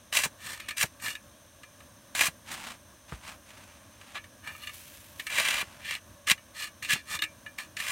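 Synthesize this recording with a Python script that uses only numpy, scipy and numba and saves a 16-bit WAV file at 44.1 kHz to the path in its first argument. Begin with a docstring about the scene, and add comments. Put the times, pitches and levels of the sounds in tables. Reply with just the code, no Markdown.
"""A metal snow shovel cuts a packed bank in still open air. First, quick thrusts crush grains and crack
the crust against the damped blade, ending in dull thuds; drawn back, the blade slides and rings more
freely. Another cut comes at 2.2 s, then thrown snow lands softly and settles. From 4.1 s a light thrust,
ringing knocks and trickling powder follow; from 5.3 s cuts, scrapes and knocks crowd in to the end.
A faint rumble and hiss run throughout."""
import sys
import numpy as np
from scipy import signal
from scipy.fft import rfft, irfft
from scipy.io import wavfile
from numba import njit

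SR = 44100
rng = np.random.default_rng(int(sys.argv[2]) if len(sys.argv) > 2 else 0)


def log_audio(samples):
    """Write samples as a 16-bit WAV file to the path given in sys.argv[1]."""
    # one column per channel
    frames = np.atleast_2d(samples).T
    # limit to full scale, then quantise
    limited = np.clip(frames, -1, 1)
    pcm = np.round(limited * 32767).astype(np.int16)
    wavfile.write(sys.argv[1], SR, pcm)


N = 348831
TIME_S = np.arange(N) / SR
BLOCK_SAMPLES = 64


# Shoves into the bank: (start [s], push [s], hold [s], level [dB], easing [dB], body [dB], fizz [dB])
BLADE_THRUSTS = [ (0.128, 0.046, 0.053, -24.5, 7.5, -14, -3), (0.237, 0.0097, 0.013, -24.5, 10.5, -8, -0.5),
                 (0.769, 0.0018, 0.041, -33.5, -2.5, -22, -2), (0.8112, .002, 0.023, -25, 0.5, -13, -1.5),
                 (2.152, 0.061, 0.062, -24, 3, -12, -3), (4.148, 0.0084, 0.024, -33, 7, -7, -17),
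                 (5.301, 0.079, 0.2385, -25, 5.5, -11, -8.5), (6.272, 0.047, 0.0087, -23, 8, -21, -5.5),
                 (6.891, 0.019, 0.021, -24.5, -4, -26, -7.5), (7.782, 0.15, 0.022, -30.5, 1.5, -13.5, -5), ]

def thrusts(level_db=-1):
    """The edge sticks and slips through the layers, breaking grains in clumps."""
    *shape, body_db, fizz_db = np.transpose(BLADE_THRUSTS)
    gains = np.array([thrust_gain(*row) for row in zip(*shape)])
    clumps = from_db(1.9 * drift(280))
    crunch = buried_blade(grains(rate_per_s=3600, spread_db=2, smooth_db=7.5) * clumps)
    return from_db(level_db) * stroked(crunch, gains, body_db, fizz_db)


def thrust_gain(start_s, push_s, hold_s, peak_db, easing_db, bite_s=0.0027, bite_db=-9, stop_db_per_s=751):
    """The edge bites, resistance grows with depth, the arms ease off, the blade stops."""
    age_s = TIME_S - start_s
    force_db = np.interp(age_s, [0, push_s, push_s + hold_s], [bite_db, 0, -easing_db])
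    stop_db = stop_db_per_s * np.clip(age_s - push_s - hold_s, 0, .5)
    onset = np.exp(np.clip(age_s / bite_s, -20, 0))
    return from_db(peak_db + force_db - stop_db) * onset


# Packed snow crushing: (frequency [Hz], level [dB])
CRUNCH_SPECTRUM = [(60, -14), (200, -14.5), (300, -9.5), (420, -19.5), (600, -5.5), (800, -11),
                   (1100, -1.5), (1380, -6.5), (1700, 1.5), (2700, 4), (5000, -10), (8500, -10),
                   (10500, -15), (16000, -21)]

def buried_blade(force, ring_db=-1):
    """Packed snow crunches and smothers the blade's ring."""
    ring = blade(force, damping=2.2, uneven_db=4)
    return coloured(force, CRUNCH_SPECTRUM) + from_db(ring_db) * ring


# Blade resonances: (frequency [Hz], base width [Hz], level [dB])
BLADE_MODES = [(314.4, 26, -11), (1195, 50, -0.5), (1283, 34, -0.5), (1710, 27.7, 8.5), (1792, 28, 4.5),
               (1996, 58, -3.5), (2243, 20, 7.5), (2373, 15, 9.5), (2520, 32, 5), (2717, 31, 3.5),
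               (2860, 74, 4), (2900, 42, 4.5), (3530, 86, -3), (3750, 81, -4), (4234, 134, -5.5),
               (4540, 37, -7.5)]

def blade(force, damping, uneven_db, upper_db=-11, upper_width_hz=45, upper_count=10):
    """Snow widens and detunes the modes; the contact point feeds each unevenly."""
    upper_hz = np.geomspace(5300, 12000, upper_count) * rng.uniform(.97, 1.03, upper_count)
    upper_modes = [(hz, upper_width_hz, upper_db) for hz in upper_hz]
    blocks = N // BLOCK_SAMPLES + 1
    detune = 1 + .007 * drift(5, blocks)
    ring, power = np.zeros(N), 0
    for hz, width_hz, db in list(BLADE_MODES) + upper_modes:
        radius = np.exp(-np.pi * width_hz * damping / SR)
        gains = (1 - radius) * from_db(db + uneven_db * np.tanh(drift(10, blocks)))
        poles = radius * np.exp(2j * np.pi * hz * detune / SR)
        ring = resonate(force, gains, poles) - ring   # adjacent modes alternate in sign
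        power += from_db(db) ** 2 * (1 - radius)
    return ring * np.sqrt(2 / power)


# Crust breaks at the buried edge: (time [s], level [dB], iciness [dB])
CRUST_CRACKS = [(0.127, -20, 1), (0.1529, -15, 3), (0.1698, -14.5, 2), (0.1888, -17, -1), (0.237, -18, 3),
                (0.8108, -19, 3), (0.8281, -17, 0), (2.151, -19, -2.5), (2.1926, -15, -3),
                (2.2101, -11, -2.5), (2.236, -15.5, -1), (3.5054, -39, -4), (4.0139, -39.5, -5),
                (5.3633, -23, 2), (5.384, -14.5, -3), (5.3994, -12, -1.5), (5.485, -15, 1),
                (5.5079, -17, 5), (5.5421, -19, 1), (5.6136, -22, -3), (5.91, -21.5, -0.5),
                (6.2858, -18, 7), (6.2995, -12, 6), (6.3088, -10, 8), (6.3143, -7.5, 5.5),
                (6.9069, -19.5, 4), (6.922, -20, 5), (6.935, -17, 12.5)]

def cracks(level_db=-6, splinter_db=-10, split_hz=1450):
    """Slabs of crust let go at once; icy ones have less body and brighter splinters."""
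    times_s, db, ice_db = np.transpose(CRUST_CRACKS)
    body = band(bursts(times_s, db - ice_db, decay_s=0.006, snap=3.4), 70, split_hz)
    crunch = band(bursts(times_s, db, decay_s=0.0056, snap=3.1), split_hz, 18600)
    ice = bursts(times_s, db + ice_db + splinter_db, decay_s=0.0023, snap=2, rise_s=0.0012)
    splinters = band(ice, 3300, 11000, order=2)
    return from_db(level_db) * (buried_blade(body + crunch, ring_db=-5) + splinters)


# Snow rubbing on metal: (frequency [Hz], level [dB])
SCRAPE_SPECTRUM = [(200, -3), (420, -11), (800, -6), (1150, 2.5), (1400, -1.5), (1750, 16), (2800, 10.5),
                   (4000, 6.5), (4900, -1), (6500, -1), (9200, 2.5), (10300, -9.5), (11800, -3.5),
                   (16000, -12.5)]
# Passes over the snow: (start [s], rise [s], fall [s], level [dB], body [dB], fizz [dB], ring [dB])
BLADE_SLIDES = [ (0.35, 0.16, 0.11, -37, -3.5, -4, -8), (0.55, 0.096, 0.06, -54, -19.5, -19.5, 9.5),
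                (0.985, 0.084, 0.11, -38.5, 0.5, 3, 1), (2.495, 0.037, 0.046, -40.5, -8, 0, -9),
                (4.41, 0.065, 0.12, -50.5, 8, -29, 7.5), (4.555, 0.074, 0.13, -53.5, -11, -22, 8.5),
                (5.776, 0.16, 0.067, -31.5, -12, -10.5, -8), (6.521, 0.099, 0.095, -33.5, -8.5, -5, -3),
                (6.822, 0.006, 0.088, -37.5, -11, -4, -2.5), (6.86, 0.054, 0.13, -33, -10, -7, -3),
                (7.042, .11, 0.037, -32, -5.5, -3.5, -3.5), (7.577, 0.0055, 0.11, -40, -2, -4.5, -1), ]

def slides(scrape_db=-3):
    """Fine grains rub along the blade; the snow beneath restrains its ring."""
    *shape, body_db, fizz_db, ring_db = np.transpose(BLADE_SLIDES)
    gains = np.array([sweep_gain(*row) for row in zip(*shape)])
    friction = grains(rate_per_s=2600, spread_db=3.2, smooth_db=1) * from_db(2 * drift(170))
    ring = blade(friction * (from_db(ring_db) @ gains), damping=1.1, uneven_db=6)
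    scrape = stroked(coloured(friction, SCRAPE_SPECTRUM), gains, body_db, fizz_db)
    return from_db(scrape_db) * scrape + ring


# Hits on hard lumps: (time [s], level [dB], relative crumble [dB], relative treble [dB])
LUMP_KNOCKS = [(0.6, -36.5, 11, 7), (0.6865, -30, 12, -10), (0.708, -27, 2, -2.5), (0.999, -49, 12, 0),
               (1.06, -25.5, 5.5, 2), (1.082, -31, 7, 3), (1.152, -31, -0.5, 5.5), (1.6334, -41.5, 6, -8),
               (1.8037, -45.5, 4, -15), (2.4832, -42, 3, -3), (2.5152, -36.5, -6, 3),
               (4.1794, -30.5, -10, -15), (4.241, -46, 7.5, -3), (4.4737, -32, 4.5, -12),
               (4.549, -32.5, -20, -12), (4.6338, -36, 2, 6), (4.6714, -32.5, 0, 11), (4.693, -31.5, -7, 2),
               (5.1971, -36.5, 16, -3), (5.2678, -31, 9, 9.5), (6.275, -22.5, 3, -7),
               (6.377, -37.5, -12, -1), (6.825, -34, 7, 10), (6.847, -34.5, 7, 11.5),
               (7.1898, -30, -2, 9.5), (7.2207, -22.5, 5.5, 12), (7.237, -26.5, 5, 5),
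               (7.462, -29, -9, -18), (7.5843, -24, 1, -22), (7.768, -32.5, 8, 13.5),
               (7.8003, -27.5, 9, -3)]

def knocks(ring_db=-6.5, crunch_db=-10.5, split_hz=2100):
    """A lump crumbles against the free blade, which rings on; hard lumps reach higher modes."""
    times_s, db, crumble_db, treble_db = np.transpose(LUMP_KNOCKS)
    push = band(bursts(times_s, db, decay_s=0.0044, snap=26), 120, split_hz)
    tick = band(bursts(times_s, db + treble_db, decay_s=0.004, snap=13), split_hz, .48 * SR)
    crumble = bursts(times_s + 0.00099, db + crumble_db, decay_s=0.01, snap=3.3, rise_s=0.002)
    ring = blade(push + tick, damping=.75, uneven_db=6.5)
    return from_db(ring_db) * ring + from_db(crunch_db) * coloured(crumble, SCRAPE_SPECTRUM)


# Snow giving way or a block landing: (time [s], level [dB], start pitch [Hz], relative slap [dB])
BANK_THUDS = [(0.258, -30.5, 164, 9.5), (0.838, -28, 136, 9.5), (2.283, -32, 167, 3.5),
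              (3.123, -27.5, 137, 1), (3.134, -30, 62.4, -8), (5.541, -40, 55, -18), (5.627, -38, 188, 10),
              (6.314, -29.5, 180, -3), (6.933, -29, 159, 1.5), (6.956, -34.5, 215, 7.5)]

def thuds(base_decay_s=0.0037, sag_per_s=4.8):
    """The bank takes the blow: a dull slap and a few low cycles sinking in pitch."""
    times_s, levels_db, _, slap_db = np.transpose(BANK_THUDS)
    blows = band(bursts(times_s, levels_db + slap_db, decay_s=0.0081, snap=7), 177, 1900)
    age_s = TIME_S[:SR // 5]
    for time_s, db, hz, _ in BANK_THUDS:
        cycles = hz * np.log1p(sag_per_s * age_s) / sag_per_s
        envelope = from_db(db) * np.exp(-age_s / (base_decay_s + 0.39 / hz))
        at = round(time_s * SR)
        blows[at:at + len(age_s)] += envelope * np.sin(2 * np.pi * cycles)
    return band(blows, 47, 4300)


# Falling crumbs and fine powder: (frequency [Hz], level [dB])
CRUMB_SPECTRUM = [(100, -7.5), (250, 0.5), (420, -13), (800, 1.5), (1500, 0.5), (2700, 0.5), (4700, -7.5),
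                  (6500, -9.5), (9000, -8.5), (10500, -15), (16000, -21)]
POWDER_SPECTRUM = [(500, -5.5), (1500, 6), (2700, 11.5), (5000, 5.5), (8000, 7), (12500, 8.5), (16000, 4.5)]
# Snow landing and settling: (start [s], rise [s], fall [s], level [dB])
SNOW_FALLS = [(2.428, 0.094, 0.12, -42.5), (2.52, 0.15, 0.13, -42), (3.07, 0.029, 0.14, -50),
              (3.19, 0.088, 0.11, -44.5), (3.39, 0.13, 0.57, -56), (3.85, 0.29, 0.043, -53.5),
              (5.6, 0.079, 0.43, -55.5)]
# Powder trickle: (time [s], level [dB])
POWDER_ENVELOPE = [(4.44, -59), (4.6, -54), (4.78, -48), (5.1, -55), (5.3, -52)]

def loose_snow(fall_db=0.8, powder_db=-1):
    """Crumbs patter on soft snow, clear of the blade; the finest powder hisses."""
    clumps = from_db(1.8 * drift(150))
    crumbs = coloured(grains(rate_per_s=3200, spread_db=3, smooth_db=-7) * clumps, CRUMB_SPECTRUM)
    powder = coloured(grains(rate_per_s=1500, spread_db=5, smooth_db=3.5) * clumps, POWDER_SPECTRUM)
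    fall_gain = from_db(fall_db) * sum(sweep_gain(*row) for row in SNOW_FALLS)
    trickle_db = np.interp(TIME_S, *np.transpose(POWDER_ENVELOPE), left=-np.inf, right=-np.inf)
    return crumbs * fall_gain + powder * from_db(powder_db + trickle_db)


# Open-air background: (frequency [Hz], level [dB])
RUMBLE_SPECTRUM = [(20, -31), (35, -19), (55, -2), (95, 4), (150, -7.5), (215, -3), (320, -6.5),
                   (430, -19.5), (580, -2), (780, -17), (1120, -8), (1330, -17.5), (1650, -9.5),
                   (2200, -26.5)]
HISS_SPECTRUM = [(1800, -4.5), (2400, 0.5), (3900, 1), (4750, -9.5), (5450, 1.5), (5950, 0), (6200, 10.5),
                 (6500, -0.5), (7700, -12), (8600, 3), (10600, -6.5), (13000, -7.5), (16000, -31)]

def background(rumble_db=-56, hiss_db=-60.5):
    """Slightly wavering rumble and thin steady hiss."""
    waver_db = 1.1 * drift(12)
    rumble = coloured(rng.standard_normal(N), RUMBLE_SPECTRUM)
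    hiss = coloured(rng.standard_normal(N), HISS_SPECTRUM)
    return from_db(rumble_db + waver_db) * rumble + from_db(hiss_db) * hiss


def grains(rate_per_s, spread_db, smooth_db):
    """Ice bonds snap at random, over the smooth friction of countless smaller ones."""
    sizes = from_db(spread_db * np.minimum(rng.exponential(1, N), 4)) * rng.choice([-1, 1], N)
    snaps = rms_one(sizes * (rng.random(N) < rate_per_s / SR))
    return rms_one(snaps + from_db(smooth_db) * rng.standard_normal(N))


def bursts(times_s, levels_db, decay_s, snap, rise_s=0.00053):
    """Each break builds to one sharp snap, then a dying avalanche of smaller ones."""
    lead = SR // 50
    force, age_s = np.zeros(N), TIME_S[:SR // 10] - lead / SR
    for time_s, db in zip(times_s, levels_db):
        burst = rng.standard_normal(len(age_s)) * np.exp(np.minimum(age_s / rise_s, -age_s / decay_s))
        burst[lead] = snap
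        at = round(time_s * SR) - lead
        force[at:at + len(age_s)] += from_db(db) * burst[:N - at]
    return force


def sweep_gain(start_s, rise_s, fall_s, peak_db, speed_exponent=2.3):
    """Friction follows a power of the sliding speed through one smooth arc."""
    ramp = np.interp(TIME_S - start_s, [0, rise_s, rise_s + fall_s], [0, 1, 0])
    speed = np.sin(np.pi / 2 * ramp)
    return from_db(peak_db) * speed ** speed_exponent


def stroked(friction, gains, body_db, fizz_db):
    """Stroke envelopes in three bands: firm snow adds body, dry fine snow adds fizz."""
    body = rms_one(band(friction, 70, 1350)) * (from_db(body_db) @ gains)
    middle = rms_one(band(friction, 1350, 4800)) * gains.sum(axis=0)
    fizz = rms_one(band(friction, 4800, 19000)) * (from_db(fizz_db) @ gains)
    return body + middle + fizz


@njit
def resonate(force, gains, poles):
    """One mode; input gain and complex pole update per block."""
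    out, state = np.zeros(len(force)), 0j
    for i in range(len(force)):
        block = i // BLOCK_SAMPLES
        state = state * poles[block] + gains[block] * force[i] + 1e-18
        out[i] = state.real
    return out


def coloured(x, spectrum, fft_size=8192):
    """Minimum-phase filter; white noise keeps its power."""
    hz, db = np.transpose(spectrum)
    log_hz = np.log(np.fft.rfftfreq(fft_size, 1 / SR) + 1)
    gain = rms_one(from_db(np.interp(log_hz, np.log(hz), db)))
    cepstrum = irfft(np.log(gain))[:fft_size // 2]
    cepstrum[1:] *= 2
    impulse = irfft(np.exp(rfft(cepstrum, fft_size)))
    return signal.fftconvolve(x, impulse)[:N]


def drift(knots_per_s, size=N):
    """Unit-rms random curve spanning the scene."""
    knots = rng.standard_normal(N // 64)
    return rms_one(np.interp(np.linspace(0, knots_per_s * N / SR, size), np.arange(len(knots)), knots))


def band(x, low_hz, high_hz, order=3):
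    """Butterworth band-pass."""
    sos = signal.butter(order, [low_hz, high_hz], "band", fs=SR, output="sos")
    return signal.sosfilt(sos, x + 1e-18)


def rms_one(x):
    """Scale to unit rms."""
    return x / np.sqrt(np.mean(x ** 2) + 1e-20)


def from_db(db):
    """Decibels to gain."""
    return 10 ** (np.asarray(db) / 20)


def scene():
    """Dry mono mix: snow swallows all echoes."""
    return (thrusts() + cracks() + slides() + knocks() + thuds() + loose_snow() + background())[None]


def record(dry):
    """Steep elliptic low-pass."""
    cutoff_hz = 15800
    return signal.sosfilt(signal.ellip(10, .2, 80, cutoff_hz, fs=SR, output="sos"), dry)


dry = scene()
out = record(dry)
log_audio(out)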